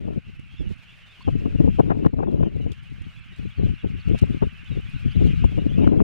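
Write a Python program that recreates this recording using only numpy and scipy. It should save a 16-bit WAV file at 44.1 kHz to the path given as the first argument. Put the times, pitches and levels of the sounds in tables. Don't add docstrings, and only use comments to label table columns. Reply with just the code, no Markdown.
import sys
import numpy as np
from scipy import signal
from scipy.fft import rfft, irfft, next_fast_len
from scipy.io import wavfile
from scipy.ndimage import uniform_filter1d, minimum_filter1d, map_coordinates

SR = 44100
rng = np.random.default_rng(int(sys.argv[2]) if len(sys.argv) > 2 else 0)


def wav_record(signal):
    frames = np.transpose(np.atleast_2d(signal))
    bounded = np.clip(frames, -1, 1)
    quanta = np.round(bounded * 32767).astype(np.int16)
    wavfile.write(sys.argv[1], SR, quanta)


N = 265923

# time_s, flock_db, water_db
SHORE_LEVELS = [(0, -61.5, -76), (0.35, -60, -77.5), (0.75, -58, -73.5), (1.3, -57, -72),
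                (1.75, -57, -72.5), (2.2, -55.5, -74), (2.9, -57, -73.5), (3.25, -56, -73),
                (3.95, -54, -73.5), (4.17, -51.5, -69), (4.5, -54, -72.5), (5.05, -52.5, -70),
                (5.3, -50, -68), (5.65, -54.5, -71), (6.03, -52.5, -73.5)]
# frequency_hz, correlation
STEREO_LIKENESS = [(100, 0.21), (1400, 0.54), (3000, 0.54), (7000, 0.27), (15000, .15)]

# frequency_hz, relative_db
WATER_EQ = [(60, 19), (300, 8), (750, 12), (1300, 6.5), (2200, 13), (4000, 9), (6000, -1), (8500, -5),
            (11000, -10), (15500, -14)]
SPRAY_EQ = [(1000, -5), (2800, -1), (3500, 0), (5500, -7.5), (9000, -9.5), (12000, -22), (16000, -28)]
RUMBLE_EQ = [(10, -1), (25, -9.5), (55, 2.5), (120, 1.5), (200, -6), (320, -27), (600, -56.5), (1500, -79),
             (4000, -120)]
FLUTTER_EQ = [(80, -14.5), (200, 9.5), (320, 7.5), (500, -5), (850, -19.5), (1400, -37.5), (2500, -61.5),
              (6000, -76)]
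CRACKLE_EQ = [(400, -22.5), (800, 11), (1300, 3.5), (1800, -11.5), (2600, -16.5), (5000, -38.5),
              (12000, -58)]
FAR_FLOCK_EQ = [(700, -28.5), (1200, 1.5), (1550, 3.5), (1850, -0.1), (2250, 7), (2650, 6.5), (3050, 0),
                (3600, -7.5), (4600, -35.5), (7000, -35.5), (14000, -64)]

# time_s, level_db
SPLASHES = [(0.395, -52.5), (0.6194, -55), (1.2234, -55), (2.315, -47), (2.565, -49), (2.6177, -51),
            (2.718, -38), (2.723, -59), (2.731, -48), (2.9004, -59), (3.02, -49), (3.362, -53),
            (4.083, -49), (4.179, -43), (4.1875, -37), (4.1943, -40), (4.214, -44.5), (4.6437, -52),
            (5.267, -47)]
# start_s, pitch_hz, level_db
DROPS = [(1.207, 1065, -42), (2.718, 3390, -44), (2.832, 8940, -64.5), (2.96, 1555, -52),
         (4.492, 1875, -49.5), (4.893, 9900, -63)]

# time_s, rumble_db
BREEZE = [(0, -40.5), (0.8, -44), (1.15, -56), (1.4, -33), (2.65, -36), (3.25, -47), (3.9, -43), (4.6, -40),
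          (5.3, -26), (6.03, -25)]
# start_s, hold_s, rumble_db, flutter_over_rumble_db
GUSTS = [(0.007, 0.17, -28.5, -7.5), (0.274, 0.0098, -29.5, -21), (0.389, 0.012, -32, -46),
         (0.604, 0.1, -26, -16.5), (1.271, 0.29, -21, -15.5), (1.6, 0.09, -16, -7),
         (1.706, 0.088, -21.5, -28.5), (1.83, 0.26, -18.5, -7), (2.169, 0.3, -15.5, -5),
         (2.503, 0.21, -22.5, -13), (2.896, 0.2, -35.5, -29), (3.175, 0.026, -36, -38),
         (3.288, 0.029, -39, -31), (3.398, 0.075, -27, -23.5), (3.585, 0.13, -18.5, -13),
         (3.841, 0.15, -24.5, -23.5), (4.076, 0.079, -16, -16), (4.245, 0.12, -21.5, -17),
         (4.428, 0.015, -13, -12.5), (4.706, 0.083, -22, -17), (4.824, 0.02, -31, -43),
         (4.944, 0.0055, -22.5, -43), (5.046, 0.038, -19, -20), (5.161, 0.13, -14, -17),
         (5.328, 0.24, -19, -28), (5.56, 0.25, -20, -15.5), (5.784, 0.31, -14, -3)]
# time_s, peak_db, rolloff_hz
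HARD_EDDIES = [(0.084, -15.5, 215), (0.178, -10, 163), (0.398, -26.5, 117), (0.617, -15.5, 130),
               (1.283, -6, 280), (1.291, -9.5, 290), (1.356, -10.5, 101), (1.461, -7, 255),
               (1.607, -4, 177), (1.659, -7.5, 131), (1.682, -5.5, 214), (1.792, -5.5, 263),
               (1.801, 3, 287), (1.806, -2.5, 333), (1.907, -5, 596), (1.919, -3, 550), (2.051, -8, 453),
               (2.066, 7.5, 165), (2.139, -2.5, 190), (2.19, -1.5, 277), (2.205, -3, 303),
               (2.233, -2.5, 402), (2.285, -0.5, 190), (2.344, 1.5, 173), (2.4, -2.5, 121),
               (2.433, -0.5, 204), (2.57, -10.5, 150), (2.603, -14, 189), (2.667, -9, 189),
               (3.015, -21.5, 83.6), (3.599, -9, 142), (3.847, -8.5, 233), (4.101, -6.5, 112),
               (4.15, -11, 247), (4.226, -0.5, 85), (4.237, -10, 250), (4.309, -7.5, 95), (4.429, -6, 345),
               (5.061, -6, 102), (5.27, -7, 170), (5.445, -8.5, 330), (5.45, -1.5, 66), (5.524, -20.5, 282),
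               (5.584, -8.5, 227), (5.665, -2.5, 127), (5.836, -5.5, 254), (5.873, 1.5, 134),
               (5.923, -0.5, 220), (6.008, -3.5, 191)]
# time_s, level_db
AIR_SNAPS = [(1.8, -21.5), (1.805, -26), (1.906, -17), (1.917, -24), (2.051, -22), (2.067, -10.5),
             (2.191, -27), (2.271, -25), (2.43, -21.5), (2.463, -33), (3.846, -43), (5.441, -39),
             (5.587, -37), (5.875, -15.5), (5.922, -34), (5.931, -40), (6.003, -14)]
# time_s, peak_db
OVERLOAD_TICKS = [(1.799, -26), (2.068, -32), (5.445, -24.5), (5.91, -38)]
# start_s, end_s
RIGHT_PORT_SPANS = [(0.345, 0.41), (0.55, 0.83), (2.99, 3.05), (3.15, 3.28)]

# pitch_scatter, length_s, arch, glide_scatter, droop
TRILL_SHAPE = (.08, .05, .05, .07, .035)
CHURR_SHAPE = (.22, .04, .04, .06, .01)
PEEP_SHAPE = (.16, .025, .03, .06, .02)
# centre_s, length_s
LULLS = [(0.965, 0.034), (1.965, 0.084), (2.145, 0.051), (2.945, 0.083), (3.872, 0.058), (4.3, 0.056),
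         (5.967, 0.083)]
# start_s, span_s, pitch_hz, level_db
SQUABBLES = [(0.223, 0.12, 2795, -61), (0.852, 0.099, 3010, -56), (1.687, 0.1, 2750, -53.5),
             (4.146, 0.087, 2636, -54), (5.096, 0.097, 2750, -56), (5.247, 0.11, 2756, -49),
             (5.365, 0.085, 2555, -49.5), (5.761, 0.13, 2720, -53)]
# start_s, length_s, start_hz, end_hz, bow_share, level_db, rasp
NEAR_CALLS = [(0.488, 0.095, 3130, 3220, 0.021, -59, 0.73), (0.556, 0.085, 3330, 3210, 0.054, -57.5, 1.2),
              (0.575, 0.05, 5250, 5000, 0.01, -72, 0.8), (0.616, 0.053, 2950, 2470, -0.013, -58, .7),
              (0.986, 0.069, 3600, 2800, -0.013, -63, 1.5), (1.092, 0.04, 3400, 3720, -0.0074, -58.5, 0.83),
              (1.132, 0.065, 3280, 2860, 0.014, -59.5, 0.86), (1.212, 0.022, 4250, 4700, -0.014, -58, 0.7),
              (1.245, 0.058, 3150, 2820, 0.038, -55.5, 0.8), (1.308, 0.047, 3120, 2780, 0.014, -56, 0.93),
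              (1.556, 0.057, 2600, 2420, 0.15, -55.5, 0.44), (1.735, 0.057, 2550, 3010, 0.04, -64, 1.1),
              (2.008, 0.054, 2600, 2940, -0.027, -55, 0.71), (2.395, 0.075, 6150, 6300, 0.025, -74, 0.4),
              (2.44, 0.06, 3140, 2870, 0.016, -55.5, 0.45), (2.609, 0.039, 2960, 2830, -0.004, -51, 0.62),
              (2.837, 0.062, 3340, 2680, -0.049, -58.5, 1.1), (3.03, 0.037, 3490, 3850, 0.02, -67, 1.1),
              (3.12, 0.041, 3380, 4000, 0.038, -67, 1.2), (3.204, 0.036, 4580, 4050, -0.036, -69, 0.8),
              (3.321, 0.051, 3600, 4050, -0.025, -63, 1.1), (3.506, 0.026, 3510, 3310, -0.024, -55.5, 1.1),
              (3.564, 0.052, 4700, 3920, -0.034, -64, .6), (3.6, 0.087, 2900, 2650, 0.048, -59, 0.55),
              (3.652, 0.025, 3240, 3590, -0.017, -59, 1.9), (3.734, 0.09, 2550, 2804, 0.062, -59, 0.46),
              (3.775, 0.05, 3850, 3350, -0.042, -63, .9), (3.997, 0.023, 4370, 4350, 0.0023, -61, 1.1),
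              (3.998, 0.032, 2650, 2970, 0.0017, -57, .7), (4.102, 0.035, 3070, 3800, -0.032, -59, 1.5),
              (4.151, 0.072, 2760, 2854, -0.04, -55, 0.8), (4.242, 0.034, 3200, 3680, -0.049, -63, 1.2),
              (4.649, 0.044, 3340, 3860, -0.0034, -62, 1.8), (4.708, 0.053, 3810, 3520, 0.017, -57, 0.49),
              (4.85, 0.032, 3800, 3100, -0.034, -56, .7), (4.935, 0.055, 3500, 4030, .02, -63, 1.5),
              (5.071, 0.085, 2850, 3260, 0.034, -54, 1.8), (5.11, 0.025, 4480, 4800, 0, -60.5, 1.5),
              (5.19, 0.07, 3700, 3240, 0.028, -58, 1.4), (5.236, 0.051, 4000, 4600, .01, -62, 1.5),
              (5.344, 0.053, 3990, 3400, 0.03, -60, 1), (5.442, 0.11, 2830, 2960, 0.15, -56.5, 0.66),
              (5.585, 0.04, 3450, 3730, .03, -61, 1.2), (5.683, 0.071, 2870, 3500, 0, -52.5, .55),
              (5.82, 0.098, 2750, 2800, 0.035, -56, .8)]


def amp(db):
    return 10 ** (np.asarray(db) / 20)


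def unit(x):
    return x / np.sqrt(np.mean(x ** 2) + 1e-20)


def along(points, hz):
    knots_hz, values = np.transpose(points)
    return np.interp(np.log(hz + 1), np.log(knots_hz + 1), values)


def curves(rows):
    times, *columns = np.transpose(rows)
    return [np.interp(np.arange(N) / SR, times, column) for column in columns]


def wobble(knots_per_s):
    return map_coordinates(rng.standard_normal(N // 8), [np.arange(N) * knots_per_s / SR], mode="wrap")


def filtered(x, response):
    size = next_fast_len(N + SR // 4)
    return irfft(rfft(x, size) * response(np.fft.rfftfreq(size, 1 / SR)), size)[..., :N]


def coloured(x, eq):
    return unit(filtered(x, lambda hz: amp(along(eq, hz))))


def spread(pair):
    def mid_side_gains(hz):
        angle = np.arccos(along(STEREO_LIKENESS, hz)) / 2
        return np.array([np.cos(angle), np.sin(angle)])
    mid, side = filtered(pair, mid_side_gains)
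    return unit(np.array([mid + side, mid - side]))


def pan(db):
    return amp([[db / 2], [-db / 2]])


def add(track, s, sound):
    start = int(np.clip(round(s * SR), 0, N))
    track[..., start:start + sound.shape[-1]] += sound[..., :N - start]


def bursts(cues, rise_s, fall_s):
    power, t = np.zeros(N), np.arange(SR // 8) / SR
    shape = np.where(t < rise_s, np.sin(np.pi / 2 * t / rise_s) ** 2, np.exp((rise_s - t) / fall_s))
    for s, db in cues:
        add(power, s - rise_s / 2, (amp(db) * shape) ** 2)
    return np.sqrt(power)


def air_bed(rumble_db):
    rush = coloured(rng.standard_normal((2, N)), RUMBLE_EQ)
    return (amp(-63) + amp(rumble_db - 20.5)) * rush * pan(-12)


def ripples():
    _, water_db = curves(SHORE_LEVELS)
    hiss = rng.standard_normal((2, N)) * amp(2.15 * wobble(42))
    fizz, t = np.zeros((2, N)), np.arange(SR // 100) / SR
    for when, pitch, size, side in rng.random(size=(1500, 4)):
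        hz = 4000 * 3 ** pitch
        bubble = np.sin(2 * np.pi * hz * t) * np.exp(-t * hz / 16)
        add(fizz, when * N / SR, pan(14 * (side - .5)) * amp(25 * size ** 4 - 5 * pitch) * bubble)
    wash = amp(11.5) * spread(coloured(hiss, WATER_EQ))
    return amp(water_db) * (wash + amp(-9) * unit(fizz)) * pan(0.81)


def splashes():
    spray = coloured(rng.standard_normal((2, N)), SPRAY_EQ)
    out = amp(-4.5) * bursts(SPLASHES, rise_s=0.00099, fall_s=0.0042) * spray * pan(2.7)
    t = np.arange(SR // 16) / SR
    envelope = np.exp(-t / 0.0085) * (1 - np.exp(-t / 0.00052))
    for s, hz, db in DROPS:
        phase = 2 * np.pi * np.cumsum(hz * (1 + .05 * wobble(500)[:len(t)])) / SR
        add(out, s, amp(db) * np.sin(phase) * envelope)
    return out


def gust_levels(rise_db_per_s=900, fall_db_per_s=425):
    t = np.arange(N) / SR
    rumble_db, = curves(BREEZE)
    flutter_db = rumble_db - 39.5
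    for s, hold, db, rough_db in GUSTS:
        sag_db = rise_db_per_s * np.maximum(s - t, 0) + fall_db_per_s * np.maximum(t - s - hold, 0)
        rumble_db = np.maximum(rumble_db, db - sag_db)
        flutter_db = np.maximum(flutter_db, db + rough_db - 2.27 * sag_db)
    return rumble_db, flutter_db


def turbulence(eq, even_s):
    noise = coloured(rng.standard_normal(N), eq)
    window = np.hanning(int(even_s * SR) + 3)
    power = signal.fftconvolve(noise ** 2, window / window.sum(), "same")
    return noise / np.sqrt(np.abs(power) + 1e-6)


def eddy(rolloff_hz, rise_s, fall_s, low_cut_hz):
    t = np.arange(-SR // 25, SR // 25) / SR
    hz = np.fft.rfftfreq(len(t), 1 / SR)
    spectrum = np.exp(-hz / rolloff_hz) * hz ** 2 / (hz ** 2 + low_cut_hz ** 2)
    envelope = 1 / (np.exp(-t / rise_s) + np.exp(t / fall_s))
    swings = envelope * irfft(spectrum * np.exp(2j * np.pi * rng.random(len(hz))), len(t))
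    return swings / np.abs(swings).max()


def small_eddies(rumble_db, flutter_db, count, octaves_per_db=.035):
    at = ((np.arange(count) + rng.random(count)) / count * (N - 1)).astype(int)
    peak_db = rumble_db[at] + 5.5 + 5 * np.clip(rng.standard_normal(count), -2, 1.3)
    rolloff_hz = 193 * 2 ** (octaves_per_db * (flutter_db - rumble_db)[at])
    return list(zip(at / SR, peak_db, rolloff_hz))


def overload_ticks():
    out = np.zeros(N)
    for s, db in OVERLOAD_TICKS:
        add(out, s, amp(db) * np.ones(1))
    return out


def port_gains(swap_s=0.0079, leak=0.48):
    t = np.arange(N) / SR
    on_right = sum(1.0 * ((t > start) & (t < end)) for start, end in RIGHT_PORT_SPANS)
    right = uniform_filter1d(on_right, int(swap_s * SR))
    share = np.array([1 - right, right])
    return share - leak * share[::-1]


def wind_buffets(rumble_db, flutter_db):
    rumble = amp(rumble_db - 1.5 + 2.66 * wobble(40)) * turbulence(RUMBLE_EQ, even_s=0.11)
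    flutter = amp(flutter_db + 1.6 + 3.6 * wobble(110)) * turbulence(FLUTTER_EQ, even_s=0.016)
    snaps = amp(1) * bursts(AIR_SNAPS, rise_s=0.00073, fall_s=0.0014)
    crackle = (amp(flutter_db - 31 + 7.8 * wobble(220)) + snaps) * turbulence(CRACKLE_EQ, even_s=0.0028)
    thumps = np.zeros(N)
    for s, db, rolloff_hz in list(HARD_EDDIES) + small_eddies(rumble_db, flutter_db, count=130):
        swings = eddy(rolloff_hz, rise_s=0.0031, fall_s=0.0045, low_cut_hz=93)
        add(thumps, s - len(swings) / SR / 2 - .0012, amp(db) * swings)
    return port_gains() * (rumble + flutter + crackle + thumps + overload_ticks())


def scattered(voice, balance_db, echo_s=.035, echo_db=-8):
    t = np.arange(int(echo_s * SR)) / SR
    tail = rng.standard_normal((2, len(t))) * amp(-60 * t / echo_s)
    paths = (t == 0) + amp(echo_db) * tail / np.linalg.norm(tail[0])
    return pan(balance_db) * signal.fftconvolve(voice[None], paths, axes=1)


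def call(length_s, contour_hz, buzz_hz, buzz, rasp, overtone_db=-26):
    t = np.arange(int(length_s * SR) + 2) / SR
    progress = t / t[-1]
    knots = np.linspace(0, 1, int(length_s * 600) + 2)
    jitter, shimmer = [rasp * np.interp(progress, knots, v) for v in rng.standard_normal((2, len(knots)))]
    trill = buzz * np.sin(2 * np.pi * buzz_hz * t)
    start, middle, end = contour_hz
    glide_hz = start + (end - start) * progress
    bow_hz = (2 * middle - start - end) * 2 * progress * (1 - progress)
    phase = 2 * np.pi * np.cumsum((glide_hz + bow_hz) * (1 + 0.032 * (trill + jitter))) / SR
    swell = np.abs(np.sin(np.pi * progress)) ** 0.41 * (1 + trill) * (1 + np.tanh(shimmer) / 2)
    return unit(swell * (np.sin(phase) + amp(overtone_db) * np.sin(2 * phase)))


def chorus(count, centre_hz, shape, rasp, uneven_db):
    scatter, length_s, arch, glide, droop = shape
    out = np.zeros((2, N))
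    times = (np.arange(count) + rng.random(count)) / count * N / SR
    birds = np.clip(rng.standard_normal((count, 7)), -2, 2)
    for s, (pitch, stretch, slope, size, side, speed, buzz) in zip(times, birds):
        rise = glide * slope - droop
        contour = centre_hz * np.exp(scatter * pitch + np.array([-arch - rise, 0, -arch + rise]))
        buzz_hz = 105 * np.exp(.25 * speed)
        voice = call(length_s * np.exp(.4 * stretch), contour, buzz_hz, 0.11 * abs(buzz), rasp)
        db = uneven_db * size - 53 * scatter * max(pitch, 0)
        add(out, s - length_s / 2, amp(db) * scattered(voice, 4 * side))
    return unit(out)


def flock():
    flock_db, _ = curves(SHORE_LEVELS)
    t = np.arange(N) / SR
    lull_db = -10 * sum(np.exp(-(2 * (t - s) / length) ** 2) for s, length in LULLS)
    wash = spread(coloured(rng.standard_normal((2, N)), FAR_FLOCK_EQ))
    trills = chorus(count=460, centre_hz=2780, shape=TRILL_SHAPE, rasp=0.6, uneven_db=3)
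    churrs = chorus(count=300, centre_hz=2066, shape=CHURR_SHAPE, rasp=1.38, uneven_db=0.5)
    peeps = chorus(count=280, centre_hz=3400, shape=PEEP_SHAPE, rasp=0.75, uneven_db=3)
    peep_db = -8.5 + 0.13 * (flock_db - flock_db.mean())
    voices = amp(-0.6 + lull_db) * trills + amp(-9) * churrs + amp(peep_db) * peeps
    return amp(flock_db) * (amp(0.04 + 0.18 * lull_db) * wash + voices) * pan(-2.6)


def squabbles(birds=6):
    out = np.zeros((2, N))
    for s, span_s, hz, db in SQUABBLES:
        gain = amp(db - 1.5) / np.sqrt(birds)
        for delay, pitch, slope, speed, side in rng.uniform(-0.92, 1, size=(birds, 5)):
            contour = hz * np.exp(.12 * pitch + .05 * np.array([-slope, .6, slope]))
            voice = call(.7 * span_s, contour, buzz_hz=95 * np.exp(.25 * speed), buzz=.5, rasp=1.2)
            add(out, s + .15 * span_s * (1 + delay), gain * scattered(voice, 3 * side - 2))
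    return out


def near_birds():
    out = np.zeros((2, N))
    quirks = rng.standard_normal((len(NEAR_CALLS), 2))
    for (s, length_s, start_hz, end_hz, bow, db, rasp), (speed, side) in zip(NEAR_CALLS, quirks):
        contour = [start_hz, (start_hz + end_hz) / 2 * (1 + bow), end_hz]
        voice = call(length_s, contour, buzz_hz=100 * np.exp(.2 * speed), buzz=.35, rasp=rasp)
        add(out, s, amp(db - 2.5) * scattered(voice, 2 * side - 1))
    return out


def limiter(x, attack_s=0.00063, hold_s=0.17, release_db_per_s=13):
    over_db = 20 * np.log10(np.maximum(np.abs(x).max(axis=0), 1))
    half = int(hold_s * SR / 2)
    held_db = -minimum_filter1d(-over_db, 2 * half + 1, origin=half, mode="constant")
    recovery_db = release_db_per_s * np.arange(N) / SR
    cut_db = np.maximum.accumulate(held_db + recovery_db) - recovery_db
    pole = np.exp(-1 / (attack_s * SR))
    return x * amp(-signal.lfilter([1 - pole], [1, -pole], cut_db))


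def scene():
    rumble_db, flutter_db = gust_levels()
    shore = flock() + squabbles() + near_birds() + ripples() + splashes()
    return shore + wind_buffets(rumble_db, flutter_db) + air_bed(rumble_db)


def record(dry):
    top_hz, fade_s = 15750, .006
    clipped = np.clip(limiter(dry), -1, 1)
    high_cut = signal.ellip(10, .1, 80, top_hz, fs=SR, output="sos")
    fade = np.clip(np.minimum(np.arange(N), np.arange(N)[::-1]) / (fade_s * SR), 0, 1)
    return signal.sosfilt(high_cut, clipped) * fade


dry = scene()
out = record(dry)
wav_record(out)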